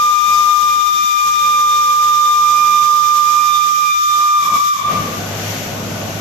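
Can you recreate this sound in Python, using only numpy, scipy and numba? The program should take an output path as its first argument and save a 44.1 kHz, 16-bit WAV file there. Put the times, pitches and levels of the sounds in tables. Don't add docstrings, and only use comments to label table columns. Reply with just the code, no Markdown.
import sys
import numpy as np
from scipy import signal
from scipy.fft import rfft, irfft, next_fast_len
from scipy.io import wavfile
from scipy.ndimage import uniform_filter1d, map_coordinates
from numba import njit

SR = 44100
rng = np.random.default_rng(int(sys.argv[2]) if len(sys.argv) > 2 else 0)


def materialize(psi):
    bounded = np.clip(np.atleast_2d(psi).T, -1, 1)
    quanta = np.round(bounded * 32767).astype(np.int16)
    wavfile.write(sys.argv[1], SR, quanta)


N = 273772

# frequency in Hz, left-right correlation.
EAR_CORRELATION = [(30, .8), (60, 0.93), (130, 0.93), (280, 0.8), (590, 0.61), (1270, 0.057), (2700, 0.029)]
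# frequency in Hz, relative density in dB.
RUMBLE_SPECTRUM = [(15, -66), (25, -14), (64, -16.5), (86, -10.5), (102, -7), (129, -5.5), (182, -2.5),
                   (248, -5), (368, -10), (659, -5.5), (994, -15.5), (1240, -13), (1350, -15.5),
                   (1500, -10), (1950, -58), (3300, -120)]
LEAK_SPECTRUM = [(710, -58), (1200, -27), (1250, -23), (1310, -12), (1440, -41), (1600, -4), (2860, -3),
                 (3860, -7.5), (5310, -8), (5870, -4.5), (6750, -6), (9480, -26.5), (11200, -14),
                 (13000, -7)]
HISS_SPECTRUM = [(820, -76), (1400, -18.5), (1610, -12.5), (2230, -11), (2360, -7), (2620, -12.5),
                 (3530, -4), (4380, -11.5), (5530, -2), (7250, -5), (8730, -20.5), (9590, -45),
                 (10400, -29.5), (11000, -12.5), (13000, -5.5)]
ROAR_SPECTRUM = [(20, -32.5), (45, -15), (100, -1), (200, 1), (330, -3.5), (650, 1), (950, -3.5),
                 (1800, -54)]
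BELL_SPECTRUM = [(600, -120), (900, -18), (1020, -17), (1100, -2.5), (1170, -7), (1230, 4), (1300, -6.5),
                 (1420, -30), (2000, -120)]
WHEEZE_SPECTRUM = [(700, -66), (930, -20.5), (1030, -10.5), (1110, -4.5), (1170, 1), (1220, -7.5),
                   (1290, -28), (1500, -42), (2150, -37), (2330, -7.5), (2480, -52.5)]
# frequency in Hz, relative level in dB.
DIESEL_LINES = [(102.4, -35), (154, -42), (172, -43), (196, -44.5), (225, -42.5), (1476, -49.5)]
# frequency in Hz, left minus right in dB.
STEAM_BALANCE = [(1500, 0), (3000, 3.5), (5000, 3.5), (6500, 14), (8500, 0.5), (10500, 8.5), (12500, 16)]
# time in seconds, relative level in dB.
LEAK_LEVEL = [(5.0, -25), (5.28, -26), (5.51, -22), (5.76, -27.5), (6.2, -26.5)]
JET_ENVELOPE = [(0.5, 0), (1.1, 2.5), (1.6, 0.5), (2.7, -0.5), (3.85, 2), (4.2, 4), (4.37, -1),
                (4.46, -7.5), (4.53, -14.5), (4.59, -6), (4.66, -1), (4.73, -2), (4.79, -9), (4.84, -26.5),
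                (4.95, -36.5)]
THIRD_LEVEL = [(0.0, -15), (0.3, -15), (0.72, -14), (0.93, -8.5), (1.14, -7.5), (1.22, -12.5), (1.5, -11),
               (1.8, -9), (1.9, -16.5), (2.0, -14.5), (2.2, -14.5), (2.33, -8.5), (2.4, -17.5),
               (2.9, -16.5), (3.43, -19), (3.62, -4.5), (3.73, -24.5), (3.87, -17), (3.94, -8), (4.03, -14),
               (4.12, -9), (4.24, -13.5), (4.66, -12)]
FOURTH_LEVEL = [(0.6, -27), (2.7, -28), (2.9, -20), (3.25, -22.5), (3.7, -25)]
# frequency in Hz, time to fall 60 dB in seconds.
STATION_T60 = [(300, 0.99), (1200, 0.85), (2400, 0.74), (5000, 0.35)]
# delay in seconds, gain in dB.
WALL_ECHOES = [(.26, -29), (.42, -38)]
# centre in seconds, half length in seconds.
SPURT_TIMING = (0.345, 0.026)
# mid-spurt frequency in Hz, relative level in dB.
SPURT_SQUEALS = [(4850, -13), (5250, -18.5), (6680, -16), (7900, -24)]
# time in seconds, opening from 0 to 1.
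VALVE_OPENING = [(4.36, 0.99), (4.44, 0.62), (4.541, 0.2), (4.595, .7), (4.71, .88), (4.765, .55),
                 (4.8, 0.5), (4.84, 0)]
# time in seconds, left minus right in dB, left lead in radians.
STANDING_WAVES = [(0.07, -0.5, 1.34), (0.2, 22, 2), (0.31, 3.5, 0.87), (0.54, 12, 0.75), (0.75, 4, 1.6),
                  (0.83, 18, 2.3), (0.98, 3.5, 4), (1.17, 12, 3), (1.27, -0.5, 1.5), (1.35, 9.5, 3),
                  (1.48, -3.5, 1.22), (1.85, 0, 1.5), (2.23, -8.5, 0.97), (2.34, 7, 1.5), (2.44, -7.5, 0.8),
                  (2.72, -8, 0.3), (3.2, -11, 1), (3.6, -17.5, -1.2), (3.75, -6, -2.5), (3.85, -27, -3.5),
                  (3.96, 6, -2.5), (4.15, -7, -1.54), (4.38, 3, -1.25), (4.48, 3.5, -2.5),
                  (4.66, 2.5, -2.08)]
# time in seconds, relative level in dB, left minus right in dB.
OCTAVE_LEVEL = [(0.0, -14, 16), (0.15, -6, 14), (0.42, -13, 0), (0.57, -19.5, -14.5), (0.75, -6, 8),
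                (0.84, -15, -8), (1.05, -4, 4.5), (1.22, -10, -9), (1.4, -11, 0), (1.6, -6, 11),
                (1.8, -11, 7), (1.95, -8, 12.5), (2.22, -17.5, 7), (2.6, -8.5, 0.5), (2.85, -10, 5),
                (2.95, -14.5, 14), (3.26, -17, 1), (3.47, -4.5, -1.5), (3.72, -11, 8.5), (3.92, -2.5, -3),
                (4.08, -13.5, 0), (4.2, -11, -2), (4.37, -13.5, 5), (4.66, -13, -2)]


def amp(db):
    return 10 ** (np.asarray(db) / 20)


def unit(x):
    return x / np.sqrt(np.mean(x ** 2) + 1e-20)


def along(points, hz):
    knots_hz, values = np.transpose(points)
    return np.interp(np.log(hz + 1), np.log(knots_hz + 1), values)


def curves(rows):
    times_s, *columns = np.transpose(rows)
    return [np.interp(np.arange(N) / SR, times_s, column) for column in columns]


def wobble(knots_per_s):
    knots = rng.standard_normal(int(N * knots_per_s / SR) + 4)
    return map_coordinates(knots, [np.arange(N) * knots_per_s / SR])


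def filtered(x, response):
    size = next_fast_len(N + SR // 2)
    return irfft(rfft(x, size) * response(np.fft.rfftfreq(size, 1 / SR)), size)[..., :N]


def pan(side_db):
    pair = amp([side_db / 2, -side_db / 2]).reshape(2, -1)
    return pair / np.sqrt(np.mean(pair ** 2, axis=0))


def rush(spectrum, balance=((1000, 0),)):
    def mid_side_gains(hz):
        angle = np.arccos(along(EAR_CORRELATION, hz)) / 2
        return amp(along(spectrum, hz)) * [np.cos(angle), np.sin(angle)]
    mid, side = filtered(rng.standard_normal((2, N)), mid_side_gains)
    return unit(filtered(np.array([mid + side, mid - side]), lambda hz: pan(along(balance, hz))))


def patchy(x, depth_db):
    bands = signal.stft(x, nperseg=1024)[2]
    swells = uniform_filter1d(rng.standard_normal(bands.shape[1:]), size=5, axis=0)
    swells = unit(uniform_filter1d(swells, size=6, axis=1))
    return unit(signal.istft(bands * amp(depth_db * swells), nperseg=1024)[1][:, :N])


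def diesel(waver_hz=1.46, throb_db=2.4, lines_db=5, rumble_db=-26):
    lines = 0
    for hz, db in DIESEL_LINES:
        phase = 2 * np.pi * np.cumsum(hz + waver_hz * wobble(24)) / SR
        lines += amp(db + throb_db * wobble(22)) * np.sin(phase)
    rumble = patchy(rush(RUMBLE_SPECTRUM), depth_db=1.4)
    return amp(lines_db) * lines + amp(rumble_db) * rumble


def leak():
    return amp(curves(LEAK_LEVEL)[0] + 0.23 * wobble(26)) * rush(LEAK_SPECTRUM, STEAM_BALANCE)


def station(x):
    hz, t, bands = signal.stft(rng.standard_normal((2, 2 * SR)), SR, nperseg=256)
    decay = amp(-60 * t / along(STATION_T60, hz)[:, None])
    tail = signal.istft(bands * decay, SR, nperseg=256)[1]
    return signal.fftconvolve(x, tail / np.linalg.norm(tail[0]), axes=1)[:, :N]


def far_walls(x):
    return sum(amp(db) * np.pad(x, ((0, 0), (round(delay_s * SR), 0)))[:, :N]
               for delay_s, db in WALL_ECHOES)


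def spurt(side_db=4, fall_per_s=1.5, jitter=0.022):
    centre_s, half_s = SPURT_TIMING
    offset_s = np.arange(N) / SR - centre_s
    glide = 1 - fall_per_s * np.clip(offset_s, -2 * half_s, half_s)
    squeals = 0
    for hz, db in SPURT_SQUEALS:
        pitch_hz = hz * glide * (1 + jitter * wobble(600))
        squeals += amp(db) * np.sin(2 * np.pi * np.cumsum(pitch_hz) / SR)
    return pan(side_db) * np.exp(-(offset_s / half_s) ** 2) * squeals


def jet(hiss_db=-6, roar_db=-33, unevenness_db=3, reverb_db=-7):
    hiss = amp(hiss_db + 0.19 * wobble(5.31)) * rush(HISS_SPECTRUM, STEAM_BALANCE)
    roar = amp(roar_db + unevenness_db * wobble(9.2)) * patchy(rush(ROAR_SPECTRUM), unevenness_db)
    steam = amp(curves(JET_ENVELOPE)[0]) * (hiss + roar) + spurt()
    return steam + amp(reverb_db) * station(steam)


def reflections(phase, changes_per_s):
    ears = lambda: np.array([wobble(changes_per_s), wobble(changes_per_s)])
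    return (ears() * np.sin(phase) + ears() * np.cos(phase)) / np.sqrt(2)


def overtone(phase, side_db=5.5, flicker_db=3, reflected_share=0.066, left_lead_rad=0.8):
    direct = np.sqrt(1 - reflected_share) * np.sin([phase + left_lead_rad / 2, phase - left_lead_rad / 2])
    flicker = amp(flicker_db * np.array([wobble(45), wobble(45)]))
    reflected = np.sqrt(reflected_share) * reflections(phase, changes_per_s=9)
    return pan(side_db) * flicker * (direct + reflected)


def bell_overtones(phase, fifth_db=-26.5):
    octave_db, octave_side_db = curves(OCTAVE_LEVEL)
    upper = amp(octave_db) * overtone(2 * phase, octave_side_db)
    for order, db in [(3, curves(THIRD_LEVEL)[0]), (4, curves(FOURTH_LEVEL)[0]), (5, fifth_db)]:
        upper += amp(db) * overtone(order * phase)
    return upper


def wheeze(valve, level_db=-5, onset_opening=0.884):
    underblown = np.sqrt(np.clip(1 - valve / onset_opening, 0, 1))
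    return amp(level_db) * valve * underblown * rush(WHEEZE_SPECTRUM)


def bell_phase(valve, sputter, start_hz=1205.3, sag_hz=44.84, sputter_hz=220.8, sink_hz_per_s=1.4):
    pitch_hz = start_hz - sink_hz_per_s * np.arange(N) / SR - sag_hz * (1 - valve) - sputter_hz * sputter
    turbulence = 1 + 0.0018 * wobble(140)
    return 2 * np.pi * np.cumsum(pitch_hz * turbulence) / SR


def bell_note(phase, level_db=9, shimmer_db=-15.5):
    side_db, lead_rad = curves(STANDING_WAVES)
    standing = pan(side_db) * np.sin([phase + lead_rad / 2, phase - lead_rad / 2])
    return amp(level_db) * (standing + amp(shimmer_db) * reflections(phase, changes_per_s=32))


def whistle(sputter_opening=0.72, flutter_db=0.5, hoarse_db=4, sputter_loss_db=1.5,
            bell_noise_db=-12, reverb_db=-10.5, echo_rise_s=0.5):
    valve = np.clip(curves(VALVE_OPENING)[0], 1e-3, 1)
    underblown = np.sqrt(np.clip(1 - valve / sputter_opening, 0, 1))
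    sputter = underblown * np.tanh(0.5 * wobble(130) ** 2)
    phase = bell_phase(valve, sputter)
    waver_db = flutter_db * wobble(24.93) + hoarse_db * underblown * wobble(90)
    drive = valve ** 3.12 * amp(waver_db - sputter_loss_db * sputter)
    note = bell_note(phase)
    upper = bell_overtones(phase)
    tone = drive * (note + upper) + wheeze(valve)
    closing_s = VALVE_OPENING[0][0]
    ending = tone * np.clip(1 + (np.arange(N) / SR - closing_s) / echo_rise_s, 0, 1)
    diffuse = ending + drive * (amp(bell_noise_db) * rush(BELL_SPECTRUM) + upper)
    return tone + amp(reverb_db) * station(diffuse) + far_walls(ending)


def scene(blast_db=5):
    return amp(blast_db) * (whistle() + jet()) + leak() + diesel()


@njit
def peak_envelope(level, fall_per_sample):
    held = level.copy()
    for i in range(1, len(held)):
        held[i] = max(held[i], held[i - 1] * fall_per_sample)
    return held


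def record(dry, ceiling_db=-5, release_s=0.072, side_weight_db=6, top_hz=13150):
    mid, side = (dry[0] + dry[1]) / 2, (dry[0] - dry[1]) / 2
    power = uniform_filter1d(mid ** 2 + (amp(side_weight_db) * side) ** 2, size=300)
    level = np.sqrt(2 * np.abs(power)) + 1e-9
    envelope = peak_envelope(level, np.exp(-1 / (release_s * SR)))
    gain = uniform_filter1d(np.minimum(1, amp(ceiling_db) / envelope), size=800)
    return filtered(dry * gain, lambda hz: hz < top_hz)


dry = scene()
out = record(dry)
materialize(out)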